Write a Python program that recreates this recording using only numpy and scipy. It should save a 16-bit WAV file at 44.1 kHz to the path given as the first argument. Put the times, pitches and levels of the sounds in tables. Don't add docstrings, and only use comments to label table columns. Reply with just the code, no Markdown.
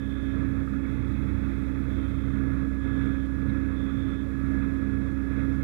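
import sys
import numpy as np
from scipy import signal
from scipy.fft import rfft, irfft
from scipy.io import wavfile

SR = 44100
rng = np.random.default_rng(int(sys.argv[2]) if len(sys.argv) > 2 else 0)


def output_pcm(signal):
    pcm = np.clip(np.atleast_2d(signal).T, -1, 1) * 32767
    wavfile.write(sys.argv[1], SR, np.round(pcm).astype(np.int16))


N = 248459
TIME = np.arange(N) / SR
NEAR_CYCLE_HZ, FAR_CYCLE_HZ = 10.445, 10.295

# (multiple of the cycle rate, level [dB])
NEAR_EXHAUST_TONES = [(4, -59), (6, -36.5), (7, -61), (8, -61), (9, -50), (10, -52.5), (12, -44.5),
                      (13, -53), (17, -61)]
FAR_EXHAUST_TONES = [(3, -63.5), (7, -55.5), (8, -54), (9, -44.5), (10, -56.5), (11, -56), (12, -49),
                     (14, -57), (15, -58.5), (18, -51.5), (20, -43), (22, -65.5), (24, -68.5), (28, -58.5),
                     (29, -49), (30, -52), (32, -52.5), (40, -61), (60, -74.5)]
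# (time [s], level change [dB])
NEAR_EXHAUST_LEVEL = [(0, 0), (1.3, 1.8), (2.3, 2.5), (2.9, 3), (3.6, 1), (4.1, 0), (5.63, 2)]
# (frequency [Hz], relative level [dB])
RUMBLE_COLOUR = [(8, -18), (25, -13.5), (45, -6.5), (70, -4.5), (105, -5.5), (128, -3), (155, -3), (220, 0),
                 (295, -5.5), (350, -13), (450, -25)]
BLOCK_COLOUR = [(260, -6), (350, 2.5), (440, 2), (550, -2), (680, -9.5), (820, -20.5), (1200, -41)]
CASING_COLOUR = [(600, -31.5), (820, -13), (1000, -7.5), (1150, -2), (1300, 0.5), (1450, -0.5), (1600, -5),
                 (1750, -4.5), (1900, -16.5), (2300, -35.5)]
COVER_COLOUR = [(1600, -19.5), (1850, -5), (2000, -2), (2150, -2), (2380, -8.5), (2580, -6), (2720, -17.5),
                (2900, -31.5), (3100, -42)]
INJECTOR_COLOUR = [(2900, -23.5), (3100, -13), (3380, 1), (3750, -4.5), (4050, -11), (4500, -29)]
# (time [s], level [dB])
WHINE_LEVEL = [(0, -51.5), (0.4, -56.5), (0.76, -61), (1.1, -69), (2.27, -65), (2.39, -55), (2.68, -54.5),
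               (2.8, -49.5), (3.04, -52), (3.26, -52.3), (3.52, -52.5), (4.0, -57), (4.27, -54.5),
               (4.55, -53.5), (4.85, -53), (5.2, -53), (5.63, -53.3)]
# (multiple of the tooth rate, level facing trucks [dB], level facing fire [dB])
GEAR_TONES = [(1, -68, -76.5), (3, -71, -78.5), (4, -72.5, -76), (5, -99, -88)]
# (time [s], level [dB])
OTHER_WHINE_LEVEL = [(0, -80), (0.35, -60.5), (0.95, -60.5), (1.3, -67), (1.9, -60.5), (2.3, -76),
                     (3.05, -69), (3.4, -71)]
# (time [s], pitch [Hz], level [dB], fade time [s])
EQUIPMENT_CLINKS = [(.578, 1730, -50, .008), (0.677, 1300, -44, 0.0055), (0.677, 1680, -46.5, 0.004),
                    (0.737, 1330, -50, .014), (.771, 1470, -55, 0.0092), (.846, 2180, -52, 0.032),
                    (.864, 1900, -55, 0.01), (1.622, 8500, -73, .007), (3.036, 2500, -52, 0.0058),
                    (3.066, 2250, -54, 0.022), (3.06, 7120, -79, .04), (3.092, 1340, -50, .01),
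                    (3.494, 3740, -59, 0.011), (3.501, 2190, -53, 0.0055), (3.578, 1290, -52, 0.0058)]
# (pitch [Hz], level facing trucks [dB], level facing fire [dB])
MACHINERY_TONES = [(540, -65.5, -63), (861, -67, -76.5), (896, -71, -76.5), (1149, -77, -70.5),
                   (1284, -76, -71), (1641, -73, -69.5), (1810, -70, -74.5), (3900, -89, -86),
                   (3970, -93, -89.5)]
# (start [s], level [dB], boost where the buzzer rings most [dB])
BUZZER_BLASTS = [(-.15, -65, 5), (1.87, -66.5, -2), (2.78, -66.5, 2), (3.735, -67, 7.5)]
# (multiple of the buzz rate, relative level [dB])
BUZZER_TONES = [(50, -9.5), (51, -16), (52, -12), (53, -13.5), (54, -9), (55, -7), (56, -10), (57, -8.5),
                (58, -8.5), (59, -13.5), (60, -16.5)]
# (frequency [Hz], relative level [dB])
WATER_COLOUR = [(1000, 0), (3000, 2), (4700, -1.5), (5600, -1.5), (7000, -3), (10000, -5), (13000, -7),
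                (15500, -10)]
# (time [s], level change at depth 1 [dB])
SHARED_SWELL = [(0.0, -4), (0.22, -2.1), (0.42, 2), (0.52, -1), (0.6, 1), (0.7, -4), (0.76, 1.5),
                (0.81, -1), (0.9, 1), (1.1, 0.5), (1.45, 1), (1.8, -0.5), (1.99, 2), (2.16, -1.5), (2.3, 0),
                (2.51, 0.5), (2.7, -1.3), (2.8, -3.5), (2.88, 0.5), (3.08, 1.5), (3.27, -3), (3.39, -2.5),
                (3.49, 0.5), (3.98, -0.4), (4.11, 0), (4.23, -3.5), (4.38, -1.1), (4.57, 3), (4.66, 0.5),
                (4.78, 0), (5.08, -1), (5.18, -2.5), (5.41, 2), (5.58, -1.3)]
# (time [s], direction [0 = fire, 1 = trucks])
WEARER_TURN = [(.6, 0.16), (1.0, 0.88), (2.15, 0.4), (2.4, 0)]


def exhaust(cycles, tones, waver_db, shake=0.25):
    sound = 0
    for multiple, db in tones:
        depth = 0 if multiple == 6 else shake
        level = undb(db + waver_db * wander(6.1)) * (1 + depth * wander(13.2))
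        sound += level * tone(multiple * cycles + depth * wander(9) / (2 * np.pi))
    return sound


def both_exhausts(near_cycles, far_cycles, throb_hz=0.95, throb_db=0.7, first_peak_s=0.25):
    throb = undb(throb_db * np.cos(2 * np.pi * throb_hz * (TIME - first_peak_s)))
    near_level = throb * undb(curve(NEAR_EXHAUST_LEVEL)) * swell(depth=0.5)
    near = near_level * exhaust(near_cycles, NEAR_EXHAUST_TONES, waver_db=0.46)
    far = swell(depth=0.45) * exhaust(far_cycles, FAR_EXHAUST_TONES, waver_db=1.76)
    return near + far


def engine_noise(cycles, scatter_db=0.6):
    puffs = 1 + 0.31 * np.cos(2 * np.pi * 6 * cycles)
    strikes = 1 + 0.13 * np.cos(2 * np.pi * 12 * cycles)
    strikes *= undb(scatter_db * wander(63))
    rumble = undb(-41) * swell(depth=0.97) * colour(noise() * puffs, RUMBLE_COLOUR)
    block_level = facing(trucks_db=-52.5, fire_db=-49.5) * swell(depth=1) * undb(wander(24))
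    block = block_level * colour(noise(), BLOCK_COLOUR)
    clatter = noise() * undb(scatter_db * wander(59))
    casing = facing(trucks_db=-54.5, fire_db=-52) * colour(clatter, CASING_COLOUR)
    covers = facing(trucks_db=-57.5, fire_db=-58.5) * colour(noise() * strikes, COVER_COLOUR)
    injectors = facing(trucks_db=-68, fire_db=-70) * colour(noise() * strikes, INJECTOR_COLOUR)
    shared_shake = swell(depth=1.07) * undb(0.9 * wander(30))
    return rumble + block + shared_shake * (casing + covers + injectors)


def pump(hum_hz=270.1, waver_db=1.0):
    level = facing(trucks_db=-38, fire_db=-33.5) * swell(depth=0.84) * undb(waver_db * wander(18))
    return level * tone(count_cycles(hum_hz, drift=0.00094, rate=6.1))


def gears(engine_cycles, tooth_hz=844.2, boost_db=1.0):
    wobble = 0.0185 * np.sin(2 * np.pi * 4 * engine_cycles)
    teeth = count_cycles(tooth_hz, drift=0.00088, rate=12.7)
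    whine = undb(boost_db + curve(WHINE_LEVEL)) * swell(depth=1.2) * tone(2 * (teeth + wobble))
    weak_tones = sum(facing(trucks_db, fire_db) * tone(multiple * teeth)
                     for multiple, trucks_db, fire_db in GEAR_TONES)
    flutter = 1 + 0.15 * wander(60)
    return (whine + weak_tones) * flutter


def other_gears(whine_hz=1715, waver_db=0.5):
    level = undb(curve(OTHER_WHINE_LEVEL) - waver_db * wander(14))
    return level * tone(count_cycles(whine_hz, drift=0.0013, rate=15))


def clinks(rise_s=0.004, spread=0.077):
    band_shape = [(-2, -26), (-0.5, 0), (0.5, 0), (2, -26)]  # (steps from the pitch, level [dB])
    sound = 0
    for time_s, hz, db, fade_s in EQUIPMENT_CLINKS:
        band = [(hz * np.exp(steps * spread), band_db) for steps, band_db in band_shape]
        age = TIME - time_s
        level = undb(db) * np.clip(1 + age / rise_s, 0, 1) * np.exp(-np.abs(age) / fade_s)
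        sound += level * colour(noise(), band)
    return sound


def machinery_tones(waver_db=2, flutter=0.3):
    sound = 0
    for hz, trucks_db, fire_db in MACHINERY_TONES:
        level = facing(trucks_db, fire_db) * undb(waver_db * wander(15)) * (1 + flutter * wander(30))
        sound += level * tone(count_cycles(hz, drift=0.001, rate=10))
    return sound


def buzzer(buzz_hz=62.38, ring_hz=3480, ring_width_hz=110, waver_db=3.0):
    rise_s, hold_s, fade_s = 0.042, 0.47, 0.057
    cycles = count_cycles(buzz_hz, drift=0.00034, rate=6.9)
    sound = 0
    for multiple, tone_db in BUZZER_TONES:
        near_ring = np.exp(-((multiple * buzz_hz - ring_hz) / ring_width_hz) ** 2)
        blasts = 0
        for start_s, blast_db, boost_db in BUZZER_BLASTS:
            rise = np.clip((TIME - start_s) / rise_s, 0, 1)
            fade = np.exp(-np.maximum(TIME - start_s - hold_s, 0) / fade_s)
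            blasts += undb(blast_db + boost_db * near_ring) * rise * fade
        level = blasts * undb(tone_db + waver_db * wander(35))
        sound += level * tone(multiple * cycles + 0.07 * wander(30))
    return sound * swell(depth=0.46)


def water(hiss_db=-70, waver_db=0.5):
    return undb(hiss_db + waver_db * wander(14)) * swell(depth=0.2) * colour(noise(), WATER_COLOUR)


def facing(trucks_db, fire_db):
    return undb(fire_db + (trucks_db - fire_db) * curve(WEARER_TURN))


def swell(depth):
    return undb(depth * curve(SHARED_SWELL))


def count_cycles(hz, drift, rate):
    return rng.random() + np.cumsum(hz * (1 + drift * wander(rate))) / SR


def wander(rate, points=2048):
    smoother = signal.butter(2, min(rate / 2, 90), fs=points * SR / N, output="sos")
    slow = signal.sosfilt(smoother, rng.standard_normal(2 * points))
    return np.interp(np.arange(N) * points / N, np.arange(points), unit(slow[points:]))


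def colour(sound, points):
    hz, db = np.transpose(points)
    freqs = np.maximum(np.fft.rfftfreq(N, 1 / SR), 1)
    octaves_outside = np.maximum(np.maximum(np.log2(hz[0] / freqs), np.log2(freqs / hz[-1])), 0)
    shape_db = np.interp(np.log(freqs), np.log(hz), db) - 30 * octaves_outside
    return unit(irfft(rfft(sound) * undb(shape_db), N))


def tone(cycles):
    return np.sqrt(2) * np.sin(2 * np.pi * (cycles + rng.random()))


def noise():
    return rng.standard_normal(N)


def curve(points):
    return np.interp(TIME, *np.transpose(points))


def undb(db):
    return 10 ** (np.asarray(db) / 20)


def unit(sound):
    return sound / np.sqrt(np.mean(sound ** 2))


def scene():
    near_cycles = count_cycles(NEAR_CYCLE_HZ, drift=0.0036, rate=3.2)
    far_cycles = count_cycles(FAR_CYCLE_HZ, drift=0.00089, rate=2.75)
    engines = both_exhausts(near_cycles, far_cycles) + engine_noise(near_cycles)
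    machinery = pump() + gears(far_cycles) + other_gears() + machinery_tones()
    background = buzzer() + clinks() + water()
    return np.array([np.zeros(N), 2 * (engines + machinery + background)])


def record(dry):
    cutoff_hz = 15300
    return signal.sosfilt(signal.ellip(10, 0.1, 80, cutoff_hz, fs=SR, output="sos"), dry)


dry = scene()
out = record(dry)
output_pcm(out)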